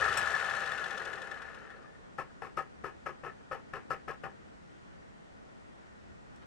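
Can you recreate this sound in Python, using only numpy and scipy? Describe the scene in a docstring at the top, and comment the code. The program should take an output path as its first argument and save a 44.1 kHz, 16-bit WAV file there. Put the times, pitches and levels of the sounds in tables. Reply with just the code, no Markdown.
"""Coasting and jogging of a film camera

A camera on the left in a quiet room coasts to a stop: random tooth impacts excite the housing modes,
a claw ticks once a turn, and rattle, ticks and shaft hum all follow one decaying speed.
One bright snap near the switch release and one faint bright tick near the end are noise bursts.
Eleven jerks of the motor combine blows, rattle, ringing plates and a table thump.
Sparse reflections and a steady noise floor with faint tones form the room.
"""
import sys
import numpy as np
from scipy import signal
from scipy.io import wavfile
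from scipy.ndimage import uniform_filter1d

SR = 44100
rng = np.random.default_rng(int(sys.argv[2]) if len(sys.argv) > 2 else 0)


def output_pcm(signal):
    """Save a mono or channel-first signal as 16-bit PCM at the path in sys.argv[1].

    Samples are clipped to [-1, 1] before scaling.
    """
    pcm = np.clip(np.atleast_2d(signal).T, -1, 1) * 32767
    wavfile.write(sys.argv[1], SR, np.round(pcm).astype(np.int16))


N = 285270

# All levels are source levels, before filtering, stereo placement and reflections.
# Steady floor of room and microphone, relative spectrum: [f/Hz, level/dB per Hz]
FLOOR_SPECTRUM = [(12, -39), (30, -15.5), (65, -1.5), (100, -5.5), (210, -2), (300, -5.5), (700, -9.5),
                  (1100, -14), (1460, -12.5), (1620, -16.5), (1850, -15.5), (2150, -20.5), (2620, -24.5),
                  (2900, -25.5), (3280, -27), (3800, -30), (8500, -37), (10000, -46.5), (13000, -99)]
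# Left-right correlation of the floor, negative in opposite phase: [f/Hz, correlation/1]
FLOOR_LIKENESS = [(30, 0.13), (60, -0.43), (130, -0.67), (600, -0.74), (1280, -0.67), (2750, -0.39),
                  (5900, 0.11), (12700, -0.49)]
# Left minus right level of the floor: [f/Hz, level/dB]
FLOOR_LEAN = [(60, 0), (870, 1), (12700, 0.5)]
# Faint steady tones in the room: [f/Hz, level/dB rms]
TONES = [(210, -74), (1455, -85), (1824, -82.5), (1896, -84)]
# Modes of the housing, relative to the plain sound, before the ringing factor: [f/Hz, level/dB, t60/s]
HOUSING_MODES = [(451, -1, 0.33), (556, 2.5, 0.043), (672.5, 3.5, 0.1), (788, 11.5, 0.067), (916, 2, 0.11),
                 (1107, 3.5, 0.076), (1289, 1.5, 0.084), (1350, -4, 0.049), (1462, 8, 0.075),
                 (1690, 11.5, 0.21), (1744, 12.5, 0.11), (1812, 8.5, 0.095), (1893, 10, 0.052),
                 (2007, 14, 0.14), (2260, 9.5, 0.024), (2510, 8.5, 0.011), (2728, 11.5, 0.027),
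                 (2987, 9, 0.048), (3450, -3, 0.03), (4200, -2, 0.09), (5560, 1, 0.013), (7370, -25, 0.06)]
# Coasting rattle, relative spectrum: [f/Hz, level/dB per Hz]
GEAR_SPECTRUM = [(35, -61), (60, -16), (156, -12), (230, -20), (340, -28.5), (548, -9.5), (1010, -7.5),
                 (1330, 0), (1460, 0.5), (1560, -3.5), (1670, -3.5), (1740, -1.5), (2000, -13), (2100, -12),
                 (2250, -17.5), (3500, -26.5), (4550, -30), (7700, -120)]
# Treble of the teeth while coasting, relative spectrum: [f/Hz, level/dB per Hz]
SIZZLE_SPECTRUM = [(1470, -13), (2500, -4.5), (4070, -3), (4390, -6.5), (5680, -7.5), (8790, -12.5),
                   (11100, -23.5), (12100, -24), (13200, -26)]
# Low gear growl, relative spectrum: [f/Hz, level/dB per Hz]
GROWL_SPECTRUM = [(150, -19.5), (240, -28), (340, -6.5), (430, 2), (540, -2.5), (700, -12.5), (1200, -61.5)]
# Course of the growl, silent after the last point: [t/s, level/dB]
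GROWL_LEVEL = [(0, -43), (.3, -55.5), (.8, -56), (1.15, -52), (1.5, -64), (1.8, -63), (2.0, -72),
               (2.15, -77)]
# Load on the gears round one turn: [share of the turn/1, rattle level/dB, treble level/dB]
TURN_LOAD = [(0, 0.5, -1), (.04, 0.5, 0.5), (.13, -2.5, 1.5), (.19, -1, -5.5), (.3, -0.5, 1), (.4, -3, 0),
             (.53, 0, -3.5), (.6, -1.5, -1), (.7, -0.5, -1.5), (.9, -2.5, -3)]
# Shaft hum at full speed: [multiple of the turn rate/1, level/dB rms]
SHAFT_ORDERS = [(3, -62.5), (4, -58.5), (5, -64.5), (7, -71)]
# Backlash knocks in every turn, relative to TURN_KNOCK: [share of the turn/1, level/dB]
TURN_SLACK = [(0.014, -13), (.27, -8), (0.552, -9.5), (0.797, -14)]
# Small parts that ping in each turn, level against the claw, mean frequency:
# [share of the turn/1, level/dB, f/Hz, t60/s]
PINGS = [(0, -3, 3450, 0.03), (0.072, -7, 3450, 0.019), (0.301, -8, 4160, 0.022), (0.581, -6, 3080, 0.021)]
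# Single backlash knocks during the coasting, loud and faint, grit relative to the lid:
# [t/s, lid level/dB, lid f/Hz, grit level/dB, panel f/Hz, panel level/dB]
KNOCKS = [(0.0155, -24, 1694, -4, 1260, -26.5), (0.025, -24, 1795, -9, 1294, -22.5),
          (0.0488, -25, 1774, -7, 1350, -27), (0.0575, -20.5, 1740, -7.5, 1460, -36),
          (0.0784, -30, 1830, -9, 1290, -25), (0.1203, -28, 1700, -9, 1350, -26),
          (0.1722, -26, 1760, -9, 1280, -32), (0.1849, -25, 1690, -8, 1360, -36),
          (0.2146, -35, 1760, -9, 1420, -37), (0.2291, -29, 1720, -11, 1350, -33),
          (0.2543, -31, 1680, -9, 1480, -37), (0.2713, -25, 1690, -15, 1300, -28),
          (0.2996, -30, 1870, -9, 1264, -41), (0.3153, -32, 1710, -17, 1310, -37),
          (0.3406, -22.5, 1720, -11, 1410, -34), (0.3607, -28, 1737, -9, 1460, -36),
          (0.395, -31, 1790, -10, 1285, -38), (0.4102, -34, 1740, -5, 1444, -38),
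          (0.4452, -36, 1777, -9, 1450, -36), (0.4572, -32, 1680, -5, 1330, -39),
          (0.4852, -30, 1720, -7, 1280, -33), (0.5083, -31.5, 1695, -5, 1415, -35),
          (0.5363, -27.5, 1690, -3.5, 1460, -41), (0.5504, -32, 1760, -6, 1370, -36),
          (0.5648, -36, 1720, -12, 1450, -40), (0.6033, -35, 1800, -6, 1290, -41),
          (0.6166, -28, 1726, -8, 1390, -43), (0.6725, -26.5, 1737, -10, 1190, -43),
          (0.6904, -33, 1704, -12, 1410, -37), (0.72, -33, 1810, -16, 1385, -42),
          (0.7343, -32, 1710, -6, 1480, -35), (0.7844, -39, 1730, -9, 1520, -34),
          (0.8161, -34, 1690, -13, 1470, -43), (0.8387, -36, 1700, -9, 1390, -43),
          (0.8585, -31, 1720, -8, 1300, -41), (0.9088, -31, 1790, -6, 1400, -41),
          (0.9284, -34, 1730, -11, 1450, -42), (0.9762, -37, 1700, -6, 1424, -41),
          (0.9971, -32, 1650, -13, 1390, -43), (1.0156, -34, 1870, -6, 1440, -37),
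          (1.0555, -34, 1720, -7, 1440, -38), (1.072, -33, 1700, -9, 1440, -46),
          (1.103, -41, 1750, -9, 1270, -43), (1.1323, -30.5, 1730, -9, 1440, -44),
          (1.1753, -35, 1820, -9, 1300, -45), (1.2131, -42, 1770, -9, 1240, -52),
          (1.239, -41, 1700, -12, 1454, -41), (1.27, -41, 1730, -5, 1460, -45),
          (1.3142, -32.5, 1740, -11, 1260, -43), (1.3426, -34.5, 1730, -16, 1290, -48),
          (1.369, -43, 1750, -9, 1210, -43), (1.4212, -41, 1620, -9, 1470, -50),
          (1.4506, -39.5, 1704, -12, 1480, -52), (1.474, -42, 1750, -9, 1315, -52),
          (1.4844, -43, 1820, -9, 1440, -53), (1.5186, -47, 1760, -12, 1280, -55),
          (1.5444, -46, 1730, -13, 1410, -52), (1.5743, -42.5, 1740, -10, 1290, -58),
          (1.6112, -51, 1820, -13, 1290, -59), (1.7025, -42, 1820, -12, 1410, -54),
          (1.7207, -46, 1805, -9, 1280, -60), (1.7398, -49, 1750, -6, 1350, -51),
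          (1.7864, -53, 1730, -9, 1260, -52), (1.8404, -48, 1730, -3, 1200, -48.5),
          (1.8687, -54, 1730, -7, 1450, -63), (1.9495, -52, 1820, -9, 1370, -60)]
# A bright snap near the switch release and a faint bright tick near the end: [t/s, level/dB, t60/s]
SNAPS = [(0.173, -31.5, 0.074), (6.36, -60, 0.023)]
# Snap and bright tick, relative spectrum: [f/Hz, level/dB per Hz]
SNAP_SPECTRUM = [(1470, -47), (2500, 2), (4910, -14), (5370, 0.5), (6520, -13.5), (7810, 0.5),
                 (11300, -20.5), (13200, -12)]
# A part settling at rest: [t/s, level/dB]
SETTLING = [(6.421, -52), (6.427, -58), (6.434, -53)]
# Jogs of the motor: [t/s at the start, hold/s, rattle level/dB, treble level/dB, thump level/dB]
JOGS = [(2.177, 0.038, -43, -60.5, -51.5), (2.413, 0.059, -46, -65, -57), (2.566, 0.025, -39, -55.5, -49),
        (2.834, 0.043, -43.5, -62.5, -52), (3.054, 0.042, -42.5, -62, -52), (3.23, 0.055, -46, -67, -51.5),
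        (3.509, 0.037, -41.5, -61, -52.5), (3.729, 0.041, -43, -62.5, -51),
        (3.898, 0.034, -40.5, -56.5, -49), (4.074, 0.031, -40.5, -61, -49), (4.229, 0.028, -43.5, -64, -49)]
# Blows as slack is taken up in the jogs, and faint ticks between them: [t/s, grit level/dB, panel f/Hz,
# panel level/dB, lid f/Hz, lid level/dB, base f/Hz, base level/dB, door level/dB, treble tick level/dB]
BLOWS = [(2.184, -32, 1306, -31, 1750, -33.5, 534, -33, -43, -56),
         (2.193, -36.5, 1310, -35, 1620, -47, 360, -42, -49, -61.0),
         (2.204, -35, 1113, -36.0, 1740, -48.5, 480, -45.5, -46, -63.5),
         (2.216, -37, 1315, -47, 1730, -44, 520, -52, -52, -61),
         (2.226, -48, 1300, -48, 1690, -56, 510, -50.0, -52.5, -68.5),
         (2.297, -55.0, 1390, -62.0, 1660, -55, 540, -60.0, -68.0, -72),
         (2.419, -31, 1275, -47, 1700, -42.0, 456, -39, -49, -63.5),
         (2.43, -43, 1286, -43, 1770, -47.5, 368, -47.0, -59, -66.0),
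         (2.444, -42, 1103, -40, 1710, -46.0, 430, -52, -62, -65.5),
         (2.468, -51, 1300, -53, 1750, -50.0, 370, -48, -63, -67.5),
         (2.573, -28.5, 1283, -30.0, 1700, -36, 390, -37, -51, -52.5),
         (2.588, -35, 1268, -27, 1820, -37, 390, -49, -33, -62),
         (2.596, -31.5, 1295, -34, 1690, -39, 407, -43.5, -49, -61.0),
         (2.605, -39, 1303, -41, 1730, -42, 460, -41, -44.5, -58),
         (2.622, -44.5, 1290, -50, 1890, -48, 398, -54, -59.0, -57),
         (2.842, -31, 1293, -31, 1710, -35, 378, -45, -42, -63),
         (2.852, -39, 1280, -41, 1640, -41.5, 360, -45, -51.0, -57.5),
         (2.865, -37.5, 1293, -47, 1700, -49.5, 442, -40, -56.0, -61),
         (2.876, -45, 1260, -42, 1660, -48, 365, -49, -58.5, -68.5),
         (2.895, -50, 1280, -57, 1750, -46.5, 410, -56, -52.5, -64),
         (3.063, -34, 1290, -32.5, 1670, -34, 552, -38, -49.0, -52),
         (3.073, -42, 1280, -43, 1720, -48.0, 357, -44, -59, -65.5),
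         (3.089, -45, 1125, -46, 1680, -41, 458, -44.0, -55.5, -65.0),
         (3.105, -49, 1260, -50.0, 1910, -56.5, 413, -45, -55.5, -68.5),
         (3.234, -39, 1320, -40.5, 1780, -49, 540, -44, -47, -68.5),
         (3.245, -36, 1297, -42.5, 1780, -56, 354, -43.5, -57, -69.0),
         (3.263, -34, 1340, -42.0, 1720, -42.5, 457, -39, -50.0, -60),
         (3.279, -42, 1300, -38.5, 1860, -49.0, 390, -39, -57.0, -63),
         (3.295, -50, 1284, -47.5, 1760, -42, 425, -59, -56.0, -64),
         (3.315, -60, 1310, -61, 1740, -51, 360, -62.0, -61.5, -71.0),
         (3.405, -57.5, 1260, -66, 1680, -55, 460, -61.5, -68.5, -73.5),
         (3.512, -33.5, 1290, -32.5, 1734, -41.5, 561, -32, -50, -64.5),
         (3.527, -41, 1295, -32.5, 1740, -40, 539, -33.5, -52.0, -62.0),
         (3.547, -44, 1280, -49, 1660, -44, 453, -41, -37, -66.5),
         (3.568, -50, 1340, -52, 1830, -52.0, 497, -54, -45, -67.5),
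         (3.594, -51.0, 1320, -54, 1810, -60, 450, -58.0, -65.0, -69.0),
         (3.735, -31.5, 1277, -36, 1730, -39.0, 534, -34, -53, -55),
         (3.748, -33.5, 1300, -42, 1750, -46.0, 360, -46, -57.5, -64.5),
         (3.766, -40, 1370, -43, 1690, -39, 450, -47, -58, -62.5),
         (3.776, -54, 1040, -53, 1670, -49.5, 398, -52, -47, -67.5),
         (3.79, -47, 1070, -59, 1630, -52.5, 424, -51.5, -59.0, -68.0),
         (3.905, -31.0, 1332, -28, 1720, -37, 528, -36, -34, -59.0),
         (3.914, -32, 1292, -28.5, 1705, -28, 500, -41, -45, -53),
         (3.928, -38, 1330, -32, 1800, -47.5, 420, -44.5, -48.5, -62.5),
         (3.942, -45, 1276, -44, 1780, -46, 430, -46, -53.5, -63.5),
         (3.962, -57, 1294, -46, 1920, -51.0, 372, -47, -57.0, -68.5),
         (4.08, -33, 1299, -39, 1690, -47, 440, -41, -44, -58.5),
         (4.091, -42, 1307, -38.0, 1690, -46.5, 540, -44.5, -54, -62.0),
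         (4.1, -38.5, 1073, -37, 1675, -36, 403, -39, -54, -64),
         (4.109, -42, 1072, -37.5, 1670, -50, 554, -50, -54, -55),
         (4.135, -55, 1293, -50, 1710, -56.5, 510, -59, -64, -60),
         (4.235, -34.5, 1440, -43.5, 1690, -48, 439, -41, -50, -63.5),
         (4.245, -39.0, 1292, -43, 1680, -46, 453, -44, -46.0, -67.0),
         (4.253, -41, 1260, -40, 1920, -44, 500, -50.0, -51, -62.5),
         (4.262, -35, 1105, -52, 1710, -48, 500, -49, -43, -64),
         (4.285, -47, 1050, -61, 1720, -61.5, 500, -48, -63, -69)]
# Jog rattle, relative spectrum: [f/Hz, level/dB per Hz]
JERK_SPECTRUM = [(120, -13), (200, -21.5), (410, -1), (703, -9.5), (774, -7.5), (972, -6), (1280, -2),
                 (1550, -10), (1750, -9.5), (2040, -15), (2700, -20), (3500, -30.5), (4550, -105),
                 (7700, -120)]
# Jog treble, relative spectrum: [f/Hz, level/dB per Hz]
CHATTER_SPECTRUM = [(2000, -40), (3000, -5.5), (4000, -5), (5300, -1.5), (6500, -9), (9000, -9.5),
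                    (11000, -18), (13200, -14)]

FLOOR_DB = -52.5  # rms
# Steady speed until the switch is released, then friction and drag
RUN_TURNS_PER_S, FIRST_TURN_S, RELEASE_S = 23.234, .0408, .1813
FRICTION_TURNS_PER_S2, DRAG_PER_S = 11.3545, .02354
# Layers of the coasting: (level/dB at full speed, dB per dB of speed)
RATTLE, TREBLE, CLAW_TICK = (-34, 1.73), (-44.5, 2.24), (-44, 1.8)
TURN_KNOCK, SHAFT = (-31, 1.3), (0, 16)
CLAW_FULL_DB = -5  # the claw weakens only below this speed, relative to full speed
KNOCK_SPREAD_DB, PING_SPREAD_DB, PING_SPREAD = 0.5, 2.0, 0.011  # chance from turn to turn; last: of f
PING_TICK_DB = -3.5  # the tick that starts each ping, against the ping
KNOCK_LID_T60, KNOCK_LID_RISE_S = 0.048, 0.0014
KNOCK_PANEL_T60, KNOCK_PANEL_RISE_S = 0.062, 0.0018
JOG_RISE_S, JOG_SAG_DB_PER_S, JOG_FALL_DB_PER_S = .0075, -71, -330
TREBLE_SAG_DB_PER_S, TREBLE_FALL_DB_PER_S = -120, -600
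BLOW_DULL_HZ, BLOW_TICK_T60 = 2250, 0.027  # blows are softer than tooth impacts
PANEL_T60, LID_T60, BASE_T60, DOOR_HZ, DOOR_T60 = 0.073, 0.053, 0.052, 775, 0.052
# The table under the camera: mean frequency, its spread and its decay
THUMP_HZ, THUMP_SPREAD, THUMP_RISE_S, THUMP_T60 = 142, .03, 0.0023, 0.32
EDGE_HZ = 13250  # upper band limit


def gain_of(db):
    """Definition of the decibel: amplitude ratio from level."""
    return 10 ** (np.asarray(db) / 20)


def evened(x):
    """Normalisation to an rms value of 1."""
    return x / np.sqrt(np.mean(x ** 2) + 1e-20)


def read(points, hz):
    """Linear interpolation of a spectrum along a logarithmic frequency axis."""
    f, value = np.transpose(points)
    return np.interp(np.log(hz + 1), np.log(f + 1), value)


def colour(points):
    """Minimum phase: a causal filter of energy 1 follows from its log spectrum by Hilbert transform."""
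    hz = abs(np.fft.fftfreq(8192, 1 / SR))
    log_gain = np.log(gain_of(np.maximum(read(points, hz), -100)))
    spectrum = np.exp(np.conj(signal.hilbert(log_gain)))
    taps = np.fft.ifft(spectrum).real[:4096]
    return taps / np.linalg.norm(taps)


def through(x, taps):
    """Linear filtering by convolution, cut to the input length."""
    return signal.oaconvolve(x, taps)[:len(x)]


def housed(taps, ringing=0.56):
    """Modal superposition: decaying housing modes join the direct impulse; energy 1."""
    t = np.arange(8192) / SR
    body = 1. * (t == 0)
    for hz, db, t60 in HOUSING_MODES:
        decay = np.log(1000) / t60
        mode = np.exp(-decay * t) * np.cos(2 * np.pi * hz * t)
        body = body + ringing * gain_of(db) * 2 * decay / SR * mode
    both = signal.fftconvolve(body, taps)
    return both / np.linalg.norm(both)


def add(mix, s, sound):
    """Superposition of a sound from a given time."""
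    part = mix[round(s * SR):][:len(sound)]
    part += sound[:len(part)]


def ring(hz, db, t60, rise):
    """Damped oscillation of one mode, with an exponential onset."""
    t = np.arange(9000) / SR
    return gain_of(db - 60 * t / t60) * (1 - np.exp(-t / rise)) * np.sin(2 * np.pi * hz * t)


def strikes(rows, t60, rise=0.00035):
    """Impact noise: each event is a decaying burst of random signs."""
    out, t = np.zeros(N), np.arange(4000) / SR
    grits = rng.choice([-1., 1.], (len(rows), len(t)))
    for (s, db, *_), grit in zip(rows, grits):
        add(out, s, gain_of(db - 60 * t / t60) * (1 - np.exp(-t / rise)) * grit)
    return out


def teeth(per_s, spread_db, smooth, speed=1.):
    """Shot noise: random tooth impacts, a few of them large, over sliding noise; rms 1."""
    size_draw, sign_draw, time_draw = rng.random((3, N))
    size_db = spread_db * np.minimum(-np.log(1 - size_draw), 4)
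    size = gain_of(size_db) * np.sign(sign_draw - .5)
    impacts = size * (time_draw < per_s / SR) / np.sqrt(speed)  # denser impacts, equal power
    return evened(evened(impacts) + smooth * rng.standard_normal(N))


def hum():
    """Stationary partially correlated noise, shaped in the short-time spectrum with faint drifting patches."""
    frames, hz = N // 512 + 5, np.fft.rfftfreq(2048, 1 / SR)
    a, b, c, d, patches = rng.standard_normal((frames, 1025, 5)).T
    patches = uniform_filter1d(patches, size=20, axis=0)  # along frequency
    patches = evened(uniform_filter1d(patches, size=8, axis=1))  # along time
    same = np.clip(read(FLOOR_LIKENESS, hz), -1, 1)[:, None]
    left = a + 1j * b
    right = same * left + np.sqrt(1 - same ** 2) * (c + 1j * d)
    z = np.array([left, right])
    z *= gain_of(read(FLOOR_SPECTRUM, hz)[:, None] + .8 * patches)
    z *= gain_of(np.outer([.5, -.5], read(FLOOR_LEAN, hz)))[:, :, None]
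    noise = signal.istft(z, nperseg=2048, noverlap=1536)[1][:, :N]
    return gain_of(FLOOR_DB) * evened(noise)


def tones():
    """Steady sinusoids: faint whistles from equipment in the room."""
    t = np.arange(N) / SR
    return sum(np.sqrt(2) * gain_of(db) * np.sin(2 * np.pi * (hz * t + rng.random())) for hz, db in TONES)


def rotation():
    """Rotational dynamics: friction and speed-proportional drag slow the shaft after the release."""
    t = np.arange(N) / SR
    rest = FRICTION_TURNS_PER_S2 / DRAG_PER_S
    coast_s = np.maximum(t - RELEASE_S, 0)
    speed = np.maximum((RUN_TURNS_PER_S + rest) * np.exp(-DRAG_PER_S * coast_s) - rest, 1e-3)
    turn = np.cumsum(speed) / SR - FIRST_TURN_S * RUN_TURNS_PER_S
    return t, speed, turn, 20 * np.log10(speed / RUN_TURNS_PER_S)


def level(layer, slow_db):
    """Power law of speed: a layer's level is linear in the speed level."""
    return layer[0] + layer[1] * slow_db


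def turn_events(t, turn, slow_db):
    """Periodic impact excitation: claw, slack and pinging parts act at fixed angles of each turn."""
    rings, ticks, claw, knocks = np.zeros(N), [], [], []
    chances = rng.standard_normal((int(turn[-1]) + 1, len(TURN_SLACK) + len(PINGS), 2))
    for k, chance in enumerate(chances):
        when = lambda share: np.interp(k + share, turn, t)
        slow = lambda share: np.interp(k + share, turn, slow_db)
        claw_db = level(CLAW_TICK, min(slow(0) - CLAW_FULL_DB, 0))
        claw.append((when(0), claw_db))
        for (share, db), (louder, _) in zip(TURN_SLACK, chance):
            knock_db = level(TURN_KNOCK, slow(share)) + db + KNOCK_SPREAD_DB * louder
            knocks.append((when(share), knock_db))
        for (share, db, hz, t60), (louder, higher) in zip(PINGS, chance[len(TURN_SLACK):]):
            ping_hz, ping_db = hz * (1 + PING_SPREAD * higher), claw_db + db + PING_SPREAD_DB * louder
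            add(rings, when(share), ring(ping_hz, ping_db, t60, 0.00031))
            ticks.append((when(share), claw_db + db + PING_TICK_DB + louder))
    return rings, ticks, claw, knocks


def coasting():
    """Forced vibration of the housing: meshing teeth, knocks and ticks excite it as the speed falls."""
    t, speed, turn, slow_db = rotation()
    share, low_load, high_load = np.transpose(TURN_LOAD)
    low_db = level(RATTLE, slow_db) + np.interp(turn, share, low_load, period=1)
    high_db = level(TREBLE, slow_db) + np.interp(turn, share, high_load, period=1)
    rings, ticks, claw, knocks = turn_events(t, turn, slow_db)
    for s, lid_db, lid_hz, grit_db, panel_hz, panel_db in KNOCKS:
        add(rings, s, ring(lid_hz, lid_db, KNOCK_LID_T60, KNOCK_LID_RISE_S))
        add(rings, s, ring(panel_hz, panel_db, KNOCK_PANEL_T60, KNOCK_PANEL_RISE_S))
        knocks.append((s, lid_db + grit_db))
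    meshing = np.maximum(speed, 2)  # teeth meet in proportion to the speed, down to 2 turns/s
    low = gain_of(low_db) * teeth(45 * meshing, 0.21, 0.71, meshing)
    low += strikes(knocks, 0.049, rise=0.0012)
    high = gain_of(high_db) * teeth(70 * meshing, 1.6, 0.93, meshing)
    high += strikes(claw, 0.039, rise=0.00088)
    high += strikes(ticks, 0.025)  # each ping starts with a wide tick
    growl = gain_of(np.interp(t, *np.transpose(GROWL_LEVEL), right=-200)) * teeth(600, 3.5, 1.0)
    shaft = np.zeros(N)
    for order, db in SHAFT_ORDERS:
        phase = 2 * np.pi * (order * turn + rng.random())
        shaft += np.sqrt(2) * gain_of(db + level(SHAFT, slow_db)) * np.sin(phase)
    rattle = through(low, housed(colour(GEAR_SPECTRUM), ringing=0.55))
    treble = through(high, housed(colour(SIZZLE_SPECTRUM)))
    return rattle + treble + rings + through(growl, housed(colour(GROWL_SPECTRUM))) + shaft


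def snaps():
    """Filtered impact noise: a bright snap and a faint bright tick, each with its own decay, and duller ticks."""
    bright = through(sum(strikes([(s, db)], t60) for s, db, t60 in SNAPS), colour(SNAP_SPECTRUM))
    dull = colour([(700, -13), (1500, 0), (4500, -19), (6500, -39)])
    return bright + through(strikes(SETTLING, 0.021), dull)


def jog_levels():
    """Exponential envelopes: rattle and treble rise fast, sag through the hold and fall away."""
    out, t = np.zeros((2, N)), np.arange(12000) / SR
    for s, hold, rattle_db, treble_db, _ in JOGS:
        held, after = np.minimum(t, hold), np.maximum(t - hold, 0)
        rise = np.minimum(t / JOG_RISE_S, 1) ** 2
        add(out[0], s, rise * gain_of(rattle_db + JOG_SAG_DB_PER_S * held + JOG_FALL_DB_PER_S * after))
        add(out[1], s, rise * gain_of(treble_db + TREBLE_SAG_DB_PER_S * held + TREBLE_FALL_DB_PER_S * after))
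    return out


def jogging():
    """Impulsive excitation of plates: blows ring panel, lid, base and film door; each jerk thumps the table."""
    rattle, treble = jog_levels()
    rings = np.zeros(N)
    blows = strikes(BLOWS, 0.034, rise=0.0024)
    blows = signal.lfilter(*signal.butter(2, BLOW_DULL_HZ, fs=SR), blows)
    for s, _, panel_hz, panel_db, lid_hz, lid_db, base_hz, base_db, door_db, _ in BLOWS:
        add(rings, s, ring(base_hz, base_db, BASE_T60, 0.003))
        add(rings, s, ring(DOOR_HZ, door_db, DOOR_T60, 0.0023))
        add(rings, s, ring(panel_hz, panel_db, PANEL_T60, 0.0026))
        add(rings, s, ring(lid_hz, lid_db, LID_T60, 0.002))
    ticks = [(s, tick_db) for s, *_, tick_db in BLOWS]
    low = rattle * teeth(500, 2.5, 1.0) + blows
    high = treble * teeth(1100, 1.5, 0.66) + strikes(ticks, BLOW_TICK_T60, rise=0.0017)
    thump = np.zeros(N)
    for (s, *_, thump_db), higher in zip(JOGS, rng.standard_normal(len(JOGS))):
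        add(thump, s, ring(THUMP_HZ * (1 + THUMP_SPREAD * higher), thump_db, THUMP_T60, THUMP_RISE_S))
    low = through(low, housed(colour(JERK_SPECTRUM), ringing=0.51))
    high = through(high, housed(colour(CHATTER_SPECTRUM)))
    return low + high + rings, thump


def room(x, t60):
    """Reverberation: sparse decaying reflections of random sign, independent at each microphone."""
    taps = np.zeros((2, 9000))
    at = np.arange(40, 8980, 20) + rng.integers(0, 20, (2, 447))
    np.put_along_axis(taps, at, rng.choice([-1., 1.], at.shape), 1)
    taps *= gain_of(-60 * np.arange(9000) / SR / t60)
    return signal.oaconvolve(x[None], taps / np.linalg.norm(taps[0]), axes=1)[:, :N]


def scene():
    """Level and time differences place the camera left; the thump arrives in opposite phase at the pair."""
    jerks, thump = jogging()
    camera = coasting() + jerks + snaps()
    bright = signal.lfilter(*signal.butter(1, 3000, "high", fs=SR), camera)
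    # treble reaches the far microphone mostly by reflection; its direct sound is one sample late
    far = np.roll(camera - 0.55 * bright, shift=1)
    direct = np.array([gain_of(4.0) * camera, gain_of(-5.0) * far])
    wet = gain_of([[-9.], [-9.5]]) * room(camera, 0.16)
    wet = wet + gain_of([[-9.], [-8.]]) * room(bright, 0.05)
    return direct + wet + thump * np.array([[2.4], [-.6]]) + hum() + tones()


def record(dry):
    """Band limitation by a linear-phase low-pass filter."""
    taps = signal.firwin(511, EDGE_HZ, window=("kaiser", 9), fs=SR)
    return signal.oaconvolve(dry, taps[None], "same")


dry = scene()
out = record(dry)
output_pcm(out)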